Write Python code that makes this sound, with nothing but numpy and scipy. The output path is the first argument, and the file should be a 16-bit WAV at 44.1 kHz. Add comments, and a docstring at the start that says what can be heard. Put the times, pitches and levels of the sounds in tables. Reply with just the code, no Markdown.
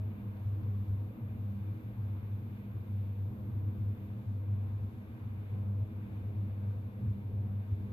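"""A quiet room with a lit cardboard box on a desk. From the start a low mains hum beats against a motor about
once a second, a fan's air noise rings low resonances, and the box's power converter whines faintly near
12 kHz, pulled in pitch by the scan of its display. A few tiny ticks sound close by within the first second.
The display's load dips from 0.88 s on, every 2 s; at 4.08 s a lighter picture makes the whine softer."""
import sys
import numpy as np
from scipy import signal
from scipy.fft import rfft, irfft
from scipy.io import wavfile
from scipy.ndimage import uniform_filter1d

SR = 44100
rng = np.random.default_rng(int(sys.argv[2]) if len(sys.argv) > 2 else 0)


def to_wav(s):
    """Save 16-bit WAV."""
    ch = np.atleast_2d(s).T  # columns
    pcm = np.round(np.clip(ch, -1, 1) * 32767)  # PCM
    wavfile.write(sys.argv[1], SR, pcm.astype(np.int16))


N = 349272

TIME = np.arange(N) / SR
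FREQ = np.maximum(np.fft.rfftfreq(N, 1 / SR), 1)  # Hz, floored at 1 to keep logs and ratios finite
SIDES = np.array([[1], [-1]])  # left, right

CHANGE_S = 4.08  # the display turns to a lighter picture


def undb(db):
    """Decibels to gain."""
    return 10 ** (np.asarray(db) / 20)


def noise(gain):
    """Fresh white noise shaped by the given gain at each frequency."""
    return irfft(rfft(rng.standard_normal(N)) * gain, N)


def resonance(hz, width_hz):
    """Gain of a resonant peak, scaled so that white noise keeps unit power."""
    detune = (FREQ - hz) / width_hz * (1 + hz / FREQ) / 2
    gain = 1 / (1 + (detune * np.sqrt(2)) ** 2)
    return gain / np.sqrt(np.mean(gain ** 2))


def walk(rate):
    """Random levels held 1 / rate s and smoothed twice; spread near 1."""
    hold = int(SR / rate)
    steps = np.repeat(rng.standard_normal(N // hold + 1), hold)
    return 1.7 * uniform_filter1d(uniform_filter1d(steps, hold), hold)[:N]


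def across_spectrum(points):
    """Each column of a table by frequency, joined over the spectrum along log frequency."""
    hz, *columns = np.transpose(points)
    return [np.interp(np.log(FREQ), np.log(hz), column) for column in columns]


def standing_waves(ripple_db=1.8, size=200):
    """The room's standing waves lift some narrow bands and sink others, fully from 1 kHz up."""
    ripple = uniform_filter1d(uniform_filter1d(rng.standard_normal(len(FREQ)), size), size)
    return undb(ripple_db * ripple / ripple.std() * np.clip(FREQ / 1000, 0, 1))


def eddies(air, flicker_db=0.81, flicker_rate=8):
    """The air flow is uneven: each of five overlapping octave bands flickers on its own."""
    octave = np.clip(np.log2(FREQ / 300), 0, 4)  # the end bands take in all below and above
    spectrum = rfft(air)
    out = 0
    for k in range(5):
        band = irfft(spectrum * np.maximum(1 - np.abs(octave - k), 0), N)
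        out = out + band * undb(flicker_db * walk(flicker_rate))
    return out


def fan():
    """Air rush with narrow resonances reaches one side first; the room scatters part of the rush to both."""
    # the rush of the fan's air: f/Hz, level/dB per Hz
    air_rush = [(25, -112), (40, -96.5), (90, -83.5), (170, -78.5), (300, -84), (460, -87.5), (600, -92),
                (800, -94.5), (1050, -95), (1400, -100), (1600, -99.5), (1900, -101.5), (2200, -101),
                (2600, -104.5), (3150, -111), (3700, -112), (4300, -116.5), (5200, -122), (7500, -123),
                (9200, -129), (10800, -122.5), (13000, -128)]
    # resonances rung by the air flow: f/Hz, width/Hz, level/dB
    drone_peaks = [(52.7, 7, -64.5), (75, 12, -54), (94, 4.3, -57), (107.8, 7.9, -47), (115.5, 13, -49),
                   (152.7, 6.5, -64.5), (204.2, 26, -54), (230.2, 23, -56.5), (270, 9, -69),
                   (315.5, 11, -62), (323, 51, -76.5), (409.5, 6, -69.5), (483, 51, -67.5),
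                   (516, 15, -72.5), (626.7, 16, -73.5), (712, 20, -79), (766, 20, -78), (830, 24, -83.5),
                   (936.6, 28, -77.5), (1030, 15, -81.5), (1170, 70, -78), (1310, 55, -80.5),
                   (2360, 45, -90), (3480, 340, -86)]
    # where the fan is heard: f/Hz, left minus right/dB, left leads by/rad, share of the rush arriving directly/0-1
    fan_place = [(40.2, -2, 0, .1), (101, .7, 0.18, .5), (200, -0.5, 0, 0.2), (345, -1, 0.5, 0.4),
                 (520, 0.5, -0.45, .05), (630, 3.5, 1, .05), (960, 2.1, 0.84, .2), (1310, 1.9, 3, 0),
                 (1450, 0.5, 3, 0), (1800, -1, 3, 0.7), (2400, 0, 4, .3), (3040, 0, 4.1, 0.3),
                 (4200, 0, 6, 0), (5300, -0.5, 8, 0.6), (8500, -1, 8.5, 0.1), (11500, -0.5, 5.5, 0)]

    air_db, = across_spectrum(air_rush)
    lean_db, lead, direct_share = across_spectrum(fan_place)
    direct_share = np.clip(direct_share, 0, 1)
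    rush = undb(air_db) ** 2 * SR / 2  # power per Hz to power of the shaped noise
    drone = sum((undb(db) * resonance(hz, width)) ** 2 for hz, width, db in drone_peaks)
    direct = noise(np.sqrt(drone + direct_share * rush * standing_waves() ** 2))
    direct = rfft(direct) * np.exp(1j * SIDES * lead / 2)
    # each side gets its own scattered noise
    scattered = rfft([noise(np.sqrt((1 - direct_share) * rush) * standing_waves()) for _ in SIDES])
    return eddies(irfft((direct + scattered) * undb(SIDES * lean_db / 2), N))


def hum(mains_db=-42.0, octave_db=-2.5, motor_db=1.74, motor_octave_db=-59, flutter_db=-50,
        pan_db=0.68, octave_pan_db=-2, octave_rough_db=1, port_phase=-0.07):
    """The steady mains hum beats against a slipping motor, their octaves twice as fast; a second fan flutters."""
    # a motor runs just under the mains hum: t/s, slip/Hz, level before the motor_db trim/dB
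    motor_slip = [(0.0, 1.06, -39.8), (0.9, 1.12, -40.2), (1.7, 1.48, -44.2), (2.4, 1.28, -45.8),
                  (3.2, 1.36, -39.9), (4.1, 1.27, -40.4), (5.2, 0.85, -41.6), (5.9, 1.09, -40.5),
                  (7.92, 1.05, -42.2)]
    # the hum's octave swells and sinks: t/s, level before the octave_db trim/dB
    octave_swell = [(0.0, -60), (0.22, -46), (0.4, -53.5), (0.58, -64.5), (0.75, -54.5), (1.37, -58),
                    (1.57, -43), (1.79, -62), (1.95, -54.5), (2.4, -61), (2.65, -51), (3.55, -56),
                    (3.77, -49.5), (4.05, -56.5), (4.83, -53), (5.3, -64.5), (5.6, -46.5), (5.82, -48.5),
                    (6.0, -52.5), (6.85, -56), (7.2, -43), (7.38, -54), (7.54, -43.5), (7.74, -53.5),
                    (7.92, -49)]
    mains_hz = 100.07  # iron vibrates at twice the supply frequency
    flutter_hz = 3.205  # how far the second fan runs above the mains hum
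    throb_s, flutter_s = .728, .167  # first crests of the slow throb and the quick flutter

    s, slip_hz, level_db = np.transpose(motor_slip)
    beats = np.cumsum(np.interp(TIME, s, slip_hz)) / SR
    mains = 2 * np.pi * mains_hz * TIME + SIDES * port_phase / 2  # phases in rad
    motor = mains - 2 * np.pi * (beats - np.interp(throb_s, TIME, beats))
    second_fan = mains + 2 * np.pi * flutter_hz * (TIME - flutter_s)

    low = undb(mains_db) * np.cos(mains)
    low = low + undb(np.interp(TIME, s, level_db) + motor_db) * np.cos(motor)
    low = low + undb(flutter_db) * np.cos(second_fan)

    swell_db = np.interp(TIME, *np.transpose(octave_swell)) + octave_db
    high = undb(swell_db + octave_rough_db * walk(24)) * np.cos(2 * mains)
    high = high + undb(motor_octave_db) * np.cos(2 * motor)
    # sqrt(2) makes the levels RMS; the octaves are inverted
    return np.sqrt(2) * (low * undb(SIDES * pan_db / 2) - high * undb(SIDES * octave_pan_db / 2))


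def waver(sound):
    """The bass dips and swells briefly, each time along a smooth bell."""
    # brief dips and swells: t of the middle/s, length/s, change/dB
    bass_wavers = [(0.173, 0.1, -7.5), (0.47, 0.053, 5), (0.857, 0.035, -15), (0.92, 0.077, 6),
                   (1.182, 0.068, -21), (1.285, 0.048, 0), (1.452, 0.093, -4), (1.611, 0.19, -2.5),
                   (1.79, 0.077, -6), (1.908, 0.034, -4), (2.004, 0.18, 3.5), (2.283, 0.053, -6.5),
                   (2.343, 0.049, 2), (2.446, 0.065, -3), (2.57, 0.025, -6.5), (2.658, 0.046, -1),
                   (2.857, 0.053, -11), (2.98, 0.13, -1), (3.16, 0.034, -7), (3.236, 0.066, 5),
                   (3.36, 0.043, -2.5), (3.743, 0.06, -9.5), (3.967, 0.07, -9), (4.245, 0.052, -9),
                   (4.283, 0.066, 5), (4.436, 0.025, -4.5), (4.54, 0.069, 2.5), (4.914, 0.032, -14),
                   (5.03, 0.023, -12.5), (5.115, 0.035, -3), (5.192, 0.026, -13), (5.288, 0.025, -10),
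                   (5.458, 0.11, -9.5), (5.829, 0.068, 5), (5.886, 0.08, -9), (6.581, 0.28, -2),
                   (6.925, 0.059, -21), (7.06, 0.1, 7.5), (7.235, 0.023, -4), (7.653, 0.1, -7),
                   (7.733, 0.034, 12), (7.822, 0.057, 4.5)]
    low_hz, high_hz = 61.3, 136  # the wavering fades out below and above

    change_db = sum(db * np.exp(-(2 * (TIME - s) / length) ** 2) for s, length, db in bass_wavers)
    bass = irfft(rfft(sound) / (1 + (low_hz / FREQ) ** 8 + (FREQ / high_hz) ** 8), N)
    return sound + (undb(change_db) - 1) * bass


def ticks(t60=0.0029):
    """Each tick is one sharp snap whose ring dies away within about a dozen cycles."""
    # tiny ticks: t/s, peak level/dB, ring f/Hz, left minus right/dB
    snaps = [(0.3704, -61.5, 4000, -7), (.6338, -61, 4200, -5), (.7517, -62, 3290, -10.5),
             (.8819, -63, 3930, -3)]
    out = np.zeros((2, N))
    for s, db, ring_hz, pan_db in snaps:
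        age = np.maximum(TIME - s, 0)
        decay = np.exp(-np.log(1000) * np.minimum(age / t60, 2))  # falls 60 dB per t60, held at -120 dB
        out += undb(db + SIDES * pan_db / 2) * np.sin(2 * np.pi * ring_hz * age) * decay
    return out


def display_load():
    """Share of the full current that the display draws: it dips regularly and drops with the lighter picture."""
    dip_first_s, dip_every_s, dip_s = .88, 2, .19
    dip_load, light_load = .58, .53  # shares, which multiply
    dipping = (TIME - dip_first_s) % dip_every_s < dip_s
    return np.where(TIME < CHANGE_S, 1, light_load) * np.where(dipping, dip_load, 1)


def converter(full_db=-75.5, light_db=-79.0, wander_hz=3):
    """A coil sings at the switching rate; each display scan loads it, making it lower and louder."""
    scan_hz = 88.9  # display scans a second
    idle_hz, sag_hz = 12680, 222  # pitch when idle, and what full load takes off
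    idle_swing_hz, load_swing_hz = 160, 211  # pitch swing when idle, and what full load adds
    load_depth, unevenness = .5, .12
    echo, echo_s = .55, .002824  # gain and delay
    port_phase = -1.66  # rad, left minus right

    draw = display_load()
    centre = idle_hz - sag_hz * draw
    swing = idle_swing_hz + load_swing_hz * draw
    db = np.where(TIME < CHANGE_S, full_db, light_db)
    scan = 2 * np.pi * scan_hz * TIME
    # the rows of the display draw unequal currents within one scan
    rows = .07 * np.sin(4 * scan) + .15 * np.sin(5 * scan)
    load = np.cos(scan) + rows
    # a heavier load also makes the switching less regular, and its rate wanders slowly
    jitter = unevenness * draw ** 2 * noise(resonance(40, 160))
    wander = wander_hz * noise(resonance(0.95, 1.7))
    phase = 2 * np.pi * np.cumsum(centre + wander - swing * (load + jitter)) / SR
    loudness = undb(db) * (1 + load_depth * draw ** 2 * load + rows)
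    coil = loudness * np.sin(phase + SIDES * port_phase / 2)
    # an echo from a nearby surface turns the pitch sweep into flutter
    return np.sqrt(2) * irfft(rfft(coil) * (1 + echo * np.exp(-2j * np.pi * FREQ * echo_s)), N)


def scene():
    """Wavering fan and hum, ticks and converter whine together."""
    return waver(fan() + hum()) + ticks() + converter()


def record(dry):
    """The phone cuts the top with a steep low-pass."""
    top_hz = 12920
    low_pass = signal.ellip(10, .2, 70, top_hz, fs=SR, output="sos")  # ripple and stop-band depth in dB
    return signal.sosfilt(low_pass, dry)


dry = scene()
out = record(dry)
to_wav(out)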